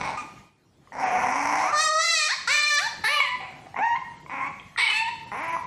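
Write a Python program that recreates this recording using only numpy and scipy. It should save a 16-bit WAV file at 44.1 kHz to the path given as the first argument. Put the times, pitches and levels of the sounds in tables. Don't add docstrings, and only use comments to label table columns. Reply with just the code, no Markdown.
import sys
import numpy as np
from scipy import signal
from scipy.io import wavfile
from scipy.ndimage import uniform_filter1d, minimum_filter1d

SR = 44100
rng = np.random.default_rng(int(sys.argv[2]) if len(sys.argv) > 2 else 0)


def wav_record(signal):
    frames = np.transpose(np.atleast_2d(signal))
    bounded = np.clip(frames, -1, 1)
    quanta = np.round(bounded * 32767).astype(np.int16)
    wavfile.write(sys.argv[1], SR, quanta)


def amplitude_ratio(level_db):
    exponent = np.asarray(level_db, float) / 20
    return 10 ** exponent


N = 249606


def evened(x):
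    return x / np.sqrt(np.mean(x ** 2) + 1e-20)


def steadied(x, size=1300):
    return x / np.sqrt(abs(uniform_filter1d(x ** 2, size, mode="reflect")) + 1e-12)


def read(points, hz):
    f, value = np.transpose(points)
    return np.interp(np.log(hz + 1), np.log(f + 1), value)


def add(mix, s, sound):
    part = mix[round(s * SR):][:len(sound)]
    part += sound[:len(part)]


def wobble(size):
    smooth = uniform_filter1d(rng.standard_normal(size), 500)
    return evened(uniform_filter1d(smooth, 500))


def resonate(x, hz, width_hz):
    turn = np.exp(2j * np.pi * np.cumsum(hz * np.ones(len(x))) / SR)
    r = np.exp(-np.pi * np.mean(width_hz) / SR)
    return 2 * (turn * signal.lfilter([(1 - r) ** 2], [1, -2 * r, r * r], x / turn)).real


def folds(hz, rough):
    n = len(hz)
    cycle = np.cumsum(hz) / SR
    luck = rng.standard_normal((int(1500 * n / SR) + 2, 2))
    late, strong = (np.interp(cycle, np.arange(len(luck)), v) for v in luck.T)
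    turns = cycle + .3 * rough * late
    flutter = amplitude_ratio(3.0 * rng.standard_normal((n // 700 + 2, 100)))
    at = np.arange(n) / 700
    tones = np.zeros(n)
    for k in range(1, min(100, int(15400 / hz.min()))):
        swell = np.interp(at, np.arange(len(flutter)), flutter[:, k])
        tones += swell * np.cos(2 * np.pi * k * turns) * (k * hz < 15400)
    puffs = (.3 + np.exp(-(turns % 1) / .3)) * rng.standard_normal(n)
    return evened(tones * amplitude_ratio(8 * rough * strong)) + .6 * rough * evened(puffs)


FIRST_HZ, FIRST_OPENS_HZ, SECOND_OPENS_HZ = 800, 356, 322
SECOND_DB, SECOND_OPENS_DB, EDGE_DB, EDGE_OPENS_DB = -21.5, 41, -31, 44.5
TUNED_HZ = 1030
CATCH, CATCH_S, ATTACK_S, RELEASE_S = .06, .03, .006, .0022


def call(rows, rough, shade, edge, widths_hz, chest_db, middle_db, pocket, tuned):
    s, *columns = np.transpose(rows)
    t = np.arange(s[0], s[-1], 1 / SR)
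    effort_db, hz, mouth, *shift_hz = (uniform_filter1d(np.interp(t, s, c), 300) for c in columns)
    tongue_hz, bite_db, *upper_db, air_db = shade

    second_db = SECOND_DB + SECOND_OPENS_DB * mouth
    edge_db = EDGE_DB + EDGE_OPENS_DB * mouth + bite_db
    first_db = effort_db - 10 * np.log10(1 + amplitude_ratio(2 * second_db) + amplitude_ratio(2 * edge_db))
    nearest_hz = uniform_filter1d(hz * np.maximum(np.round(TUNED_HZ / hz), 1), size=600)
    first_hz = tuned * nearest_hz + (1 - tuned) * (FIRST_HZ + FIRST_OPENS_HZ * mouth)
    second_hz = tongue_hz + SECOND_OPENS_HZ * mouth + sum(shift_hz)

    hz = hz * (1 + .006 * wobble(len(t)))
    rough = rough + CATCH * np.exp(-(t - s[0]) / CATCH_S)
    drive = folds(hz, rough)

    chest = amplitude_ratio(chest_db) * evened(resonate(drive, hz, 60 + 250 * rough))
    first = steadied(resonate(drive, first_hz, widths_hz[0]))
    middle = amplitude_ratio(middle_db) * steadied(resonate(drive, 1321, 290))
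    second = amplitude_ratio(second_db) * steadied(resonate(drive, second_hz, widths_hz[1]))

    upper = np.zeros(len(t))
    for k, ((f, width_hz), db) in enumerate(zip(edge, [0, *upper_db])):
        upper += (-1) ** k * amplitude_ratio(db) * resonate(drive, f, width_hz)
    pocket_hz = np.maximum(6600 - 5500 * (t - s[0]), 3700)
    upper = upper - pocket * resonate(upper, pocket_hz, 1100)

    thin = resonate(resonate(drive, 10310, 2900), 10310, 2900)
    top = resonate(resonate(drive, 15400, 3000), 12140, 3000)
    thin = amplitude_ratio(edge_db + air_db) * steadied(thin + amplitude_ratio(1 - 60 * rough) * top)

    sound = chest + first + middle - second + amplitude_ratio(edge_db) * steadied(upper) - thin
    fade = np.clip(np.minimum((t - s[0]) / ATTACK_S, (s[-1] - t) / RELEASE_S), 0, 1)
    return s[0], amplitude_ratio(first_db) * sound * fade


# t/s, effort/dB, pitch/Hz, mouth opening/0-1, second resonance shift/Hz
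CRIES = [
    [(1.722, -18, 601.6, 0, -100), (1.782, -17, 607, 0.4, -150), (1.818, -18.5, 630.3, .7, -170),
     (1.91, -21.5, 617, 0.3, 0), (1.975, -16.5, 633, 0.23, 30), (2.038, -21, 673.8, 0.74, -53),
     (2.11, -18.5, 674, 0.83, 214), (2.23, -21, 601.7, 0.68, 215), (2.28, -22.5, 627, 0.68, 120)],
    [(2.472, -15, 432, 0.81, -500), (2.485, -20, 494, 0.98, -400), (2.505, -17, 550.5, 0.9, -39),
     (2.54, -17.5, 597.8, .95, 51), (2.686, -20.5, 591.3, 0.95, 100), (2.782, -16, 586, 0.86, -400),
     (2.805, -27, 717.5, 0.85, -300), (2.84, -25, 854.5, 0.8, -250), (2.88, -27, 955, 0.46, -100)],
    [(3.037, -17, 424, 0.58, -500), (3.073, -18, 447.8, 1, -500), (3.09, -20.5, 551, 0.71, -49),
     (3.133, -21, 598.4, 0.66, 272), (3.2, -18.5, 566, 0.46, 414)],
]
# t/s, effort/dB, pitch/Hz, mouth opening/0-1
YIPS = [
    [(3.198, -12.5, 1107, 1), (3.218, -20.5, 1120, 0.86), (3.274, -26.5, 967, 0.76),
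     (3.36, -30, 1005, 0.49)],
    [(3.785, -29.5, 715, 0.5), (3.81, -23.5, 794, 0.27), (3.835, -19.5, 898, 0.44),
     (3.86, -22.5, 934.4, .45), (3.95, -24, 952.7, 0.53)],
    [(3.948, -19, 980, 0), (3.964, -27, 1062, 0.71), (4.0, -54, 1049, 0.6), (4.03, -32, 958, 0.1)],
    [(4.785, -37, 1127, 0.1), (4.807, -20, 1008, 0.91), (4.877, -42, 844, 0.3), (4.895, -29.5, 850, 0.23)],
    [(4.895, -27, 845, 1), (4.971, -19, 877, 1), (5.039, -29, 922.5, 0.28), (5.065, -27.5, 895, 0.3),
     (5.091, -23.5, 974.4, 0.46), (5.105, -40, 908, 0.4), (5.27, -41, 903, 0)],
]
# t/s, effort/dB, pitch/Hz, mouth opening/0-1
WHIMPERS = [
    [(0.17, -27, 1241, 0.38), (0.23, -40.5, 1199, 0.57)],
    [(1.02, -24.5, 755, 0.36), (1.176, -22.5, 733, 0.36), (1.27, -30, 743, 0.5), (1.45, -33.5, 800, 0.26),
     (1.6, -26.5, 761.7, 0.16), (1.71, -28.5, 737.5, .2)],
    [(1.58, -28.5, 888, 0.64), (1.67, -25.5, 1170, 0.46), (1.72, -29.5, 1400, .3)],
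    [(2.28, -26, 612, 1), (2.31, -19.5, 930, 1), (2.345, -25.5, 1170, .8)],
    [(3.4, -33, 777, 0.53), (3.53, -45, 744, 0.52), (3.7, -57, 732, 0.091)],
    [(4.4, -27.5, 1015, .25), (4.446, -31, 1101, 0.54), (4.49, -32.5, 1135, 0.57)],
    [(5.49, -33.5, 962, 0.089), (5.57, -29.5, 990.7, 0.19), (5.66, -48, 928, .1)],
]
WHINE_ROUGH = [.005, .005, .018, .07, .018, .04, .12, .055, .2, .28, .25, .09, .6, .08, .05]
# second resonance/Hz, bite/dB, second upper/dB, third upper/dB, air above/dB
WHINE_SHADE = [(1780, 7.5, -3, -7, -24.5), (1820, 0.5, -6, -10.5, -20), (2156, -3, -13, -24.5, -9),
               (1950, -14.5, -27, -8, -35), (1885, -18.5, 20, -37, -25), (1900, -29, -3, -15, -25),
               (2210, -4, -57, -28, -15), (2067, -6, -13, -10.5, -16.5), (2210, -1.5, 2, 5, -18),
               (2050, -7.5, 32, 5, -7.5), (1930, -4, 7, -4, -13.5), (1590, 3, -10, -36, -31),
               (2130, -18, -9.5, 2, -31), (2030, -16, 2, 1, -29), (1930, -0.5, 5, -28, -3)]
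# f/Hz, width/Hz
WHINE_EDGE = [(4200, 1210), (5900, 1160), (7700, 1370)]


def whines(out):
    for rows, rough, shade in zip(CRIES + YIPS + WHIMPERS, WHINE_ROUGH, WHINE_SHADE):
        add(out, *call(rows, rough, shade, WHINE_EDGE, widths_hz=(600, 700),
                       chest_db=-8.5, middle_db=-38, pocket=0, tuned=0.89))


# t/s, effort/dB, pitch/Hz, mouth opening/0-1
GROANS = [
    [(0.0, -26.5, 237.2, 0.42), (0.092, -26, 241.7, 0.31), (0.19, -37.5, 234.6, 0.28)],
    [(0.925, -38, 263.6, 0.42), (0.957, -32.5, 249.6, 0.19), (1.007, -23, 271.6, 0.28),
     (1.113, -27, 249.5, 0.13), (1.223, -22, 238, 0.23), (1.377, -23, 279.4, 0.39),
     (1.557, -22, 296.7, 0.38), (1.71, -28, 332.7, 0.36)],
    [(3.757, -33, 242, 0.41), (3.769, -27, 244.3, 0.52), (3.81, -24, 262, 0.16)],
    [(4.293, -37, 157.3, 0.67), (4.327, -28.5, 268.3, 0.47), (4.481, -31, 280.1, 0.46),
     (4.49, -45, 297, 0.38)],
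    [(4.772, -30.5, 446.5, .8), (4.786, -18.5, 446, 0.66), (4.828, -24.5, 453.6, 0.98),
     (4.92, -26.5, 414.4, 0.61)],
    [(5.313, -28.5, 184.2, .3), (5.37, -28.5, 250, 0.41), (5.425, -27, 325, 0.45), (5.56, -26.5, 334, 0.37)],
]
GROAN_ROUGH = [.4, .38, .4, .14, .35, .08]
# second resonance/Hz, bite/dB, second upper/dB, third upper/dB, air above/dB
GROAN_SHADE = [(2104, 0, 0, -5, -20), (1970, -0.5, 30, 18.5, -13.5), (1950, -18, 7.5, 2, -23),
               (1980, -18, 33, 22, -31), (1930, 3, -22, -5.5, -25), (1970, -14, 16, -12, -1)]
# f/Hz, width/Hz
GROAN_EDGE = [(3900, 1300), (5800, 1270), (8200, 480)]


def groans(out):
    for rows, rough, shade in zip(GROANS, GROAN_ROUGH, GROAN_SHADE):
        add(out, *call(rows, rough, shade, GROAN_EDGE, widths_hz=(420, 650),
                       chest_db=-13.5, middle_db=-17.5, pocket=1.0, tuned=0))


# t/s, level/dB, f/Hz
SQUEAL = [
    (4.774, -19, 1795),
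    (4.822, -7.5, 2271),
    (4.862, -16.5, 2239),
    (4.887, -14, 2130),
    (4.958, -28.5, 2085),
]
# offset/Hz, level/dB
SIDEBANDS = [(-860, -15), (860, -6)]


def squeal():
    s, db, hz = np.transpose(SQUEAL)
    t = np.arange(s[0], s[-1], 1 / SR)
    hz = np.interp(t, s, hz) * (1 + .008 * wobble(len(t)))
    line = amplitude_ratio(3 * wobble(len(t))) * np.sin(2 * np.pi * np.cumsum(hz) / SR)
    sides = np.zeros(len(t))
    for offset_hz, side_db in SIDEBANDS:
        level = amplitude_ratio(side_db + 6.4 * wobble(len(t)))
        sides += level * np.sin(2 * np.pi * np.cumsum(hz + offset_hz) / SR)
    locked = np.clip((t - 4.85) / .03, .1, 1)
    level = amplitude_ratio(np.interp(t, s, db) - 3.5) * signal.windows.tukey(len(t), .08)
    return s[0], level * (line + locked * sides)


# t/s, peak level/dB, low ring f/Hz, high ring f/Hz, high ring relative level/dB
CLICKS = [(0.873, -45, 1100, 2000, -10), (0.921, -34, 870, 1900, -2), (3.203, -18.5, 1060, 2300, 3),
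          (3.668, -34.5, 735, 2260, -22), (3.743, -28.5, 836, 1930, -7.5), (3.764, -24, 996, 2080, -7),
          (4.262, -34.5, 1020, 2190, -5), (4.296, -28.5, 980, 2220, -5), (4.597, -36.5, 2500, 3250, -2.5),
          (4.761, -32, 1350, 1930, 4), (5.317, -30.5, 860, 1950, 4.5), (5.566, -16.5, 1027, 1970, -19)]


def clicks(out):
    t = np.arange(600) / SR
    for s, db, low_hz, high_hz, high_db in CLICKS:
        rings = np.sin(2 * np.pi * low_hz * t) + amplitude_ratio(high_db) * np.sin(2 * np.pi * high_hz * t)
        add(out, s, amplitude_ratio(db - 6) * rings * (t / 0.00041) * np.exp(1 - t / 0.0014))


def puppy():
    out = np.zeros(N)
    whines(out)
    groans(out)
    add(out, *squeal())
    clicks(out)
    return out


# f/Hz, t60/s
ROOM = [(250, 0.37), (700, 0.63), (1800, 0.59), (4500, 0.79), (10000, 0.51)]


def room(x):
    taps = np.zeros(SR)
    at = np.arange(200, SR - 20, 20)
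    taps[at + rng.integers(0, 20, len(at))] = rng.choice([-1., 1.], len(at))
    hz, t, z = signal.stft(taps, SR, nperseg=256)
    tail = signal.istft(z * amplitude_ratio(-60 * t / read(ROOM, hz)[:, None]), SR, nperseg=256)[1]
    return signal.fftconvolve(x, tail / np.linalg.norm(tail))[:N]


# f/Hz, density/dB per Hz
HUM = [(30, -49), (70, -4), (170, 0), (260, -10.5), (600, -19), (2500, -27), (7000, -35), (15000, -49.5)]
# t/s, level/dB
AIR = [(0, -42), (.2, -54), (0.398, -52.5), (0.548, -67.5), (.8, -63), (1.1, -52), (1.65, -52.5),
       (2.122, -71), (2.23, -75.5), (2.46, -56), (2.7, -72), (2.98, -47.5), (3.12, -65), (3.48, -53.5),
       (4.699, -54.5), (4.88, -58.5), (5.25, -52.5), (5.66, -50.5)]


def air():
    frames, hz = N // 256 + 5, np.fft.rfftfreq(1024, 1 / SR)
    a, b, patches = rng.standard_normal((frames, 513, 3)).T
    patches = evened(uniform_filter1d(uniform_filter1d(patches, 8, 0), 10, 1))
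    patch_db = np.where(hz > 240, 3.5, 1.5)[:, None] * patches
    z = (a + 1j * b) * amplitude_ratio(read(HUM, hz)[:, None] + patch_db)

    def part(keep):
        return evened(signal.istft(z * keep[:, None], nperseg=1024, noverlap=768)[1][:N])

    hiss, rumble = part(hz > 240), part(hz <= 240)
    return amplitude_ratio(np.interp(np.arange(N) / SR, *np.transpose(AIR))) * (hiss + rumble)


def scene():
    voice = puppy()
    return np.tile(amplitude_ratio(-4.5) * voice + amplitude_ratio(-8.5) * room(voice) + air(), (2, 1))


THRIFT_DB, MOOD_DB = -47.5, 13


def gate(x):
    hz, t, z = signal.stft(x, SR, nperseg=1024, noverlap=768)
    power = uniform_filter1d(uniform_filter1d(abs(z) ** 2, 4, 0), 5, 1)
    band_db = 10 * np.log10(power + 1e-20)
    loudest_db = band_db.max(0)
    near_db = -minimum_filter1d(-band_db, 36, 0) - 33.5
    kept = np.clip((band_db - np.maximum(near_db, loudest_db - 69)) / 4, 0, 1)

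    band, block = np.arange(len(hz)) // 18, np.arange(len(t)) // 4
    blocks, bands = block[-1] + 1, band[-1] + 1
    mood = uniform_filter1d(rng.standard_normal((blocks, bands)), size=3, axis=0)
    mood = mood + 0.87 * rng.standard_normal((blocks, 1))
    wide_db = uniform_filter1d(band_db, size=18, axis=0)[np.minimum(band * 18 + 9, 512)]
    wide_db = wide_db[:, np.minimum(block * 4 + 2, len(t) - 1)]
    margin_db = wide_db - loudest_db - THRIFT_DB + MOOD_DB * mood[block][:, band].T
    margin_db = margin_db + 17.0 * (hz[:, None] < 8800)
    lost = np.clip(-margin_db / 2, 0, 1) * (hz[:, None] > 6800)

    z = z * amplitude_ratio(-28 * (1 - kept) - 23 * lost)
    gated = signal.istft(z, SR, nperseg=1024, noverlap=768)[1][:N]
    return signal.oaconvolve(gated, signal.firwin(255, 15450, fs=SR), "same")


def roll_off(x):
    return signal.sosfilt(signal.butter(12, 15690, fs=SR, output="sos"), x)


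def record(dry):
    gated = gate(dry[0])
    grit = np.diff(resonate(gated, 3600, 9000) * rng.standard_normal(N), prepend=0)
    slip = np.roll(gated, 900) * evened(uniform_filter1d(rng.standard_normal(N), size=400))
    side = amplitude_ratio(-40.5) * grit + amplitude_ratio(-43.5) * slip
    return roll_off(gated + np.outer([1, -1], side))


dry = scene()
out = record(dry)
wav_record(out)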